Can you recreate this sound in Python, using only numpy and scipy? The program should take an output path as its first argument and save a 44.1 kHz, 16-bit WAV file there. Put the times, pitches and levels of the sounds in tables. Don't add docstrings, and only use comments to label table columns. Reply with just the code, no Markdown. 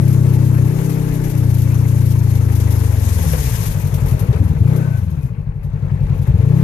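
import sys
import numpy as np
from scipy import signal
from scipy.io import wavfile
from scipy.ndimage import uniform_filter1d

SR = 44100
rng = np.random.default_rng(int(sys.argv[2]) if len(sys.argv) > 2 else 0)


def output_pcm(signal):
    pcm = np.clip(np.atleast_2d(signal).T, -1, 1) * 32767
    wavfile.write(sys.argv[1], SR, np.round(pcm).astype(np.int16))


def invert_db(level):
    return 10 ** (np.asarray(level, dtype=float) / 20)


N = 292383


def rms_one(x):
    return x / np.sqrt(np.mean(x ** 2) + 1e-20)


def in_time(rows):
    s, *columns = np.transpose(rows)
    return [np.interp(np.arange(N) / SR, s, c) for c in columns]


def at_hz(points, hz):
    table_hz, table_db = np.transpose(points)
    return np.interp(np.log(hz), np.log(table_hz), table_db)


def drift(rate_hz):
    r = np.exp(-80 * np.pi * rate_hz / SR)
    slow = signal.lfilter([1], [1, -2 * r, r * r], rng.standard_normal(N // 40 + 2002))[2000:]
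    return np.interp(np.arange(N) / 40, np.arange(len(slow)), rms_one(slow))


def resonate(x, hz, width_hz):
    r = np.exp(-np.pi * width_hz / SR)
    top, poles = (1 - r * r) / 2, [1, -2 * r * np.cos(2 * np.pi * hz / SR), r * r]
    return signal.lfilter([top, 0, -top], poles, x + 1e-18)


def add_at(out, start_s, burst):
    start = round(start_s * SR)
    out[start:start + len(burst)] += burst[:N - start]


def placed(x, left_db, lag):
    late = np.interp(np.arange(N) - lag, np.arange(N), x)
    dull = np.exp(-2 * np.pi * 600 / SR)
    right = signal.lfilter([1 - dull], [1, -dull], late)
    return np.array([invert_db(left_db) * x, invert_db(-left_db) * right])


def banded_noise(spectrum, patchy_db, grain_db):
    # hz, left_minus_right_db
    port_shade = [(60, 4.0), (110, 5.0), (200, 6.0), (370, 9.0), (680, 9.5), (1240, 9.0), (2280, 10.5),
                  (4170, 10.5), (7650, 13.0), (14000, 6.0)]
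    low_hz, high_hz = spectrum[0][0], spectrum[-1][0]
    edges = low_hz * 2 ** np.arange(0, np.log2(high_hz / low_hz) + .2, 1 / 4)
    white = rng.standard_normal((2, 2, N)) * invert_db(grain_db * rng.standard_normal((2, 2, N)))
    out, together = 0, drift(34)
    for k, (low, high) in enumerate(zip(edges, edges[1:])):
        band_pass = signal.butter(2, [low, high], "band", fs=SR, output="sos")
        band = signal.sosfilt(band_pass, white[k % 2])
        hz = np.sqrt(low * high)
        alike = np.clip((330 / hz) ** 1.5, 0, .9)
        band[1] = alike * np.roll(band[0], shift=18) + np.sqrt(1 - alike ** 2) * band[1]
        shade = invert_db(at_hz(port_shade, hz) * np.array([[.5], [-.5]]))
        level = invert_db(at_hz(spectrum, hz) + patchy_db * (0.83 * together + drift(19)))
        out = out + level * band * shade / np.hypot(*shade)
    return out / np.std(out.mean(axis=0))


def frame_rumble(cycle, slow, flare):
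    shake = np.clip(flare * (1 - slow) + .85 * slow, 0, 1)
    level_db = -41 + 22 * shake + 2.5 * drift(2.8)
    deep = signal.butter(2, [28, 50], "band", fs=SR, output="sos")
    low = rms_one(signal.sosfilt(deep, rng.standard_normal(N)))
    low = low * (1 + .9 * slow * np.cos(2 * np.pi * (cycle - .25)))
    return placed(invert_db(level_db - 7) * low, .7, 12.0)


def drive_line(gas_db, swish_db):
    # hz, level_db (per Hz)
    rush = [(200, -4), (300, -8.5), (450, -6.5), (700, -13), (850, -8.5), (1250, -15.5), (2550, -20),
            (3200, -38), (4500, -33.5)]
    level_db = -41.5 + 0.81 * (gas_db + 33) + 0.28 * np.maximum(swish_db + 49, 0)
    return invert_db(level_db + 1.5) * banded_noise(rush, patchy_db=-1.93, grain_db=2.0)


def valve_ticks(cycle, slow, hush):
    seatings = 3 * cycle + .27
    sizes = invert_db(1.5 * rng.standard_normal(int(3 * cycle[-1]) + 2))[seatings.astype(int)]
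    rattle = rng.standard_normal((2, N)) * sizes * (0.28 + np.exp(-(seatings % 1) / 0.087))
    rattle = resonate(rattle, 3600, 1300) + .5 * resonate(rattle, 6000, 800)
    return invert_db(-56.5 + 0.5 * slow - 55 * hush) * rms_one(rattle) * invert_db([[3], [-6]])


def belt_whines():
    # start_s, length_s, pitch_hz
    squeaks = [
        (4.775, .02, 1520),
        (4.795, .1, 1520),
        (4.9, .095, 1520),
        (5.12, .22, 2480),
        (3.79, .04, 2500),
        (1.74, .03, 6000),
        (2.18, .03, 6600),
        (2.34, .03, 6100),
        (2.75, .03, 10000),
    ]
    squeak_db = [-44, -42, -43, -61, -48, -46, -47, -46, -47]
    out = np.zeros(N)
    for (start_s, length_s, hz), db in zip(squeaks, squeak_db):
        t = np.arange(round(length_s * SR)) / SR
        waver = rms_one(resonate(rng.standard_normal(len(t) + 2000), hz, 80)[2000:])
        tone = np.sin(2 * np.pi * hz * t) + .4 * waver
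        add_at(out, start_s, invert_db(db + 2) * np.sin(np.pi * t / length_s) ** .5 * tone)
    return placed(out, 4.2, 40.0)


def brushes():
    # start_s, peak_db
    stalks = [(0.0772, -24), (0.1244, -25), (0.3344, -24.5), (0.4654, -29), (0.5374, -40), (0.6459, -29),
              (0.8424, -28), (0.8939, -23.5), (1.1344, -30), (1.2375, -23.5), (1.297, -23.5), (1.3734, -24),
              (1.4894, -27.5), (1.5414, -23.5), (1.5814, -23.5), (1.6174, -23.5), (1.7404, -27),
              (1.7854, -34), (1.8824, -26.5), (2.0033, -26.5), (2.0564, -24), (2.1051, -22),
              (2.2992, -24.5), (2.351, -25), (2.4354, -34), (2.5144, -29), (2.5496, -23.5), (2.5985, -24),
              (2.7054, -22), (2.9168, -33)]
    # start_s, peak_db
    clods = [(2.8094, -31), (3.2605, -31), (3.6564, -17.5), (3.7074, -23.5), (3.7964, -25), (3.8691, -27),
             (3.939, -21.5), (4.0582, -25.5), (4.0826, -27), (4.1091, -26), (4.1917, -21), (4.4358, -31.5),
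             (4.4774, -34), (4.7581, -26.5), (4.9705, -33), (5.0335, -42), (5.0993, -39), (5.224, -40),
             (5.2594, -42), (5.6304, -41), (6.1424, -41), (6.1754, -40), (6.2148, -35.5), (6.2674, -35),
             (6.5715, -40)]
    out, t = np.zeros(N), np.arange(SR // 8) / SR
    for rows, length_s in ((stalks, 0.027), (clods, 0.031)):
        for start_s, peak_db in rows:
            rub = (1 - np.exp(-t / 0.001)) * np.exp(-(t / length_s) ** 2.1)
            add_at(out, start_s, invert_db(peak_db - 13.5) * rub)
    return out


def ground_swish(swish_db, hush):
    # hz, level_db (per Hz)
    sliding = [(1500, -3), (2400, -7.5), (3100, -8), (4500, -8.5), (6700, -3.5), (8200, -8.5), (10000, -6),
               (11700, -2.5), (13000, -7.5), (15000, 1)]
    # hz, level_db (per Hz)
    rubbing = [(2000, -3), (4500, -8.5), (6500, -3.5), (8200, -11.5), (10000, -3.5), (11600, -0.5),
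               (13000, -5.5), (15000, 0.5)]
    swish = invert_db(swish_db - 7.5 * hush) * banded_noise(sliding, patchy_db=1.5, grain_db=5.0)
    swish += brushes() * banded_noise(rubbing, patchy_db=1.0, grain_db=2.0)
    return swish + 1.08 * resonate(swish, 11700, 890)


def suspension_knocks():
    # start_s, peak_db, pitch_hz
    blows = [
        (3.24, -30, 516),
        (3.334, -19, 501),
        (4.328, -23, 420),
        (4.748, -31, 410),
    ]
    out, t = np.zeros(N), np.arange(SR // 5) / SR
    for start_s, peak_db, hz in blows:
        puff = resonate(rng.standard_normal(len(t)), 0.59 * hz, 600) * 2.0
        add_at(out, start_s, invert_db(peak_db) * np.exp(-t / 0.019) * (np.sin(2 * np.pi * hz * t) + puff))
    return out


def exhaust_bark(cycle):
    # pitch_hz, width_hz, level_db
    pipe = [(219.4, 72, -2.5), (304, 5.5, -0.5), (371.5, 35, -7), (450.4, 9.9, 4), (492, 51, -6.5),
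            (631, 82, -8.5), (833, 36, -11.5)]
    gas = rng.standard_normal(N) * (1 + 0.17 * np.cos(2 * np.pi * (cycle - .2)))
    rings = 0
    for k, (hz, width_hz, db) in enumerate(pipe):
        rings = rings + (-1) ** k * invert_db(db) * resonate(gas, hz, width_hz)
    return rms_one(rings)


def engine_hum(cycle, level_db, lift):
    # order (per cycle), pulling_db, lifted_db
    upper_orders = [(6, -26, -30), (7, -24, -19), (8, -22, -24), (9, -32, -15), (10, -24, -22),
                    (11, -38, -24), (12, -30, -14), (13, -38, -29), (14, -32, -19), (15, -35, -28),
                    (18, -35, -32)]
    lift, hum = np.clip(lift, 0, 1), 0
    for order, pull_db, lift_db in upper_orders:
        order_db = pull_db + lift * (lift_db - pull_db) + 2.0 * drift(2.2)
        hum = hum + invert_db(order_db) * np.cos(2 * np.pi * (order * cycle + rng.random()))
    hum = invert_db(level_db + 5.0) * hum
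    return hum + 0.71 * resonate(hum, 304, 17)


def stumbles():
    # time_s, change_db
    uneven = [(1.31, -5), (3.335, 0.5), (3.4, -1.5), (4.22, -1.5), (4.305, 5), (4.36, 0.5), (4.41, 5),
              (4.56, -7), (4.655, -0.5), (4.85, -2.5), (5.04, 2), (5.25, 2), (5.32, -3), (5.56, -0.5),
              (6.21, -2.5), (6.35, 0.5)]
    t = np.arange(0, N / SR + .01, .002)
    change_db = sum(db * np.exp(-((t - s) / .022) ** 4) for s, db in uneven)
    return np.interp(np.arange(N) / SR, t, change_db)


def air_box_thumps(cycle, per_s, hz, first, after, level_db):
    beats = [
        (0, .22, 1.26),
        (.235, 0, .84),
        (.476, .38, .4),
    ]
    scatter, out = rng.standard_normal((int(cycle[-1]) + 2, 3)), 0
    idle = np.clip((17 - per_s) / 4, 0, 1)
    after = after + 0.05 * idle
    for k, (strength, (angle, phase, fall)) in enumerate(zip((first, 1, after), beats)):
        number = np.round(cycle - angle)
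        swings = (cycle - angle - number) / per_s * hz
        fall_swings = fall * (1 - 0.27 * idle * (k < 2))
        envelope = np.exp(-(swings / np.where(swings < 0, .58, fall_swings)) ** 2)
        size = strength * invert_db(.6 * scatter[number.astype(int), k])
        out = out + size * envelope * np.cos(2 * np.pi * swings + phase)
    out = out + 0.41 * resonate(out, 164, 54) + .5 * resonate(out, 63.0, 23.0)
    return invert_db(level_db) * out


def scene():
    # time_s, speed (four-stroke cycles per s)
    speed = [(0.0, 31.89), (0.72, 30.94), (0.83, 32.87), (1.62, 29.19), (1.81, 29.53), (2.85, 25.11),
             (3.62, 12.28), (4.14, 9.92), (4.31, 14.78), (4.4, 21.88), (4.58, 17.02), (4.67, 31.06),
             (4.87, 32.29), (5.03, 21.15), (5.39, 11.45), (6.24, 10.62), (6.44, 27.51), (6.63, 36.08)]
    # time_s, swish_db
    ground = [(0, -42), (.55, -42), (.85, -39.5), (1.25, -41.5), (2.45, -41), (2.8, -36), (2.93, -38),
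              (3.05, -35), (3.38, -30), (3.64, -31.5), (3.75, -38.5), (4.1, -43.5), (4.55, -52.5),
              (4.75, -47), (5.25, -58.5), (5.7, -64.5), (6.26, -59), (6.63, -47)]
    # time_s, main_firing_peak_db, air_box_ring_hz, after_beat (share 0-1), gas_noise_db
    effort = [(0, -5, 107.2, 0.68, -32.5), (1.4, -6.5, 102.2, .45, -34), (2.2, -6.5, 105.6, 0.44, -35.5),
              (2.6, -7, 99.7, 0.03, -33), (3.1, -8.5, 100.4, 0.14, -34), (3.28, -6, 111, 0.47, -33.5),
              (3.45, -8, 97, .95, -34.5), (3.72, -9, 107.6, 0.6, -35.5), (4.1, -4, 108.6, 0.46, -30),
              (4.35, -9.5, 110, 0.13, -30), (4.62, -2.5, 115, 0.23, -36.5), (4.745, -8, 135, 0, -30),
              (4.84, -11, 120, 0.9, -30), (5.06, -10.5, 114, 0.54, -39.5), (5.58, -14.5, 110.6, .36, -45.5),
              (5.9, -7.5, 113.3, 0.46, -37.5), (6.3, -4, 107.8, 0.33, -34.5), (6.63, -6, 142, 0.03, -31)]
    # time_s, lift (0-1)
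    throttle_lift = [
        (.668, 0),
        (.705, .8),
        (.8, 1),
        (1.27, 1),
        (1.34, .6),
        (1.42, 0),
    ]
    # time_s, hush (0-1)
    clutch_hush = [
        (5.0, 0),
        (5.26, .15),
        (5.34, 1),
        (5.628, 1),
        (5.634, .2),
        (6.2, 0),
    ]
    (per_s,), (swish_db,) = in_time(speed), in_time(ground)
    (lift,), (hush,) = in_time(throttle_lift), in_time(clutch_hush)
    thump_db, ring_hz, after, gas_db = in_time(effort)
    cycle = .357 + np.cumsum(per_s) / SR

    lift_ring_hz = 39
    thump_db = thump_db - 5.5 * lift + stumbles()
    ring_hz = ring_hz + lift_ring_hz * lift
    after = np.clip(after - 0.15 * lift, 0, 1)
    gas_db = gas_db + lift
    flare = (ring_hz - 105) / lift_ring_hz

    slow = np.clip((27 - per_s) / 8, 0, 1)
    overrun = np.maximum(after - 0.36, 0)
    pull = np.tanh(uniform_filter1d(np.gradient(per_s) * SR, size=SR // 8) / 30)
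    first = (0.4 + slow * (0.58 + 0.13 * pull)) * np.clip(1 - 0.63 * overrun, 0, 1)
    hum_db = thump_db - 10 + 5 * slow - 2.5 * overrun * (1 - slow) - 14 * pull ** 2
    bark_db = gas_db - 3.5 + 3.5 * np.maximum(pull, 0) * (1 - slow)

    around = frame_rumble(cycle, slow, flare) + drive_line(gas_db, swish_db)
    around = around + valve_ticks(cycle, slow, hush) + belt_whines() + ground_swish(swish_db, hush)
    hum = engine_hum(cycle, hum_db, flare + 0.062 * slow)
    body = placed(hum + invert_db(bark_db) * exhaust_bark(cycle) + suspension_knocks(), 3.96, 4.9)
    air_box = placed(air_box_thumps(cycle, per_s, ring_hz, first, after, thump_db), 2.8, 12.0)
    return around + body + air_box


def roll_off(x):
    return signal.sosfilt(signal.butter(12, 14620, fs=SR, output="sos"), x)


def record(dry):
    thin = signal.sosfilt(signal.butter(2, 38, "high", fs=SR, output="sos"), dry)
    soft = 1.15 * np.tanh(thin / 1.15)
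    mix = signal.sosfilt(signal.cheby2(12, 60, 14900, fs=SR, output="sos"), soft)
    return roll_off(mix)


dry = scene()
out = record(dry)
output_pcm(out)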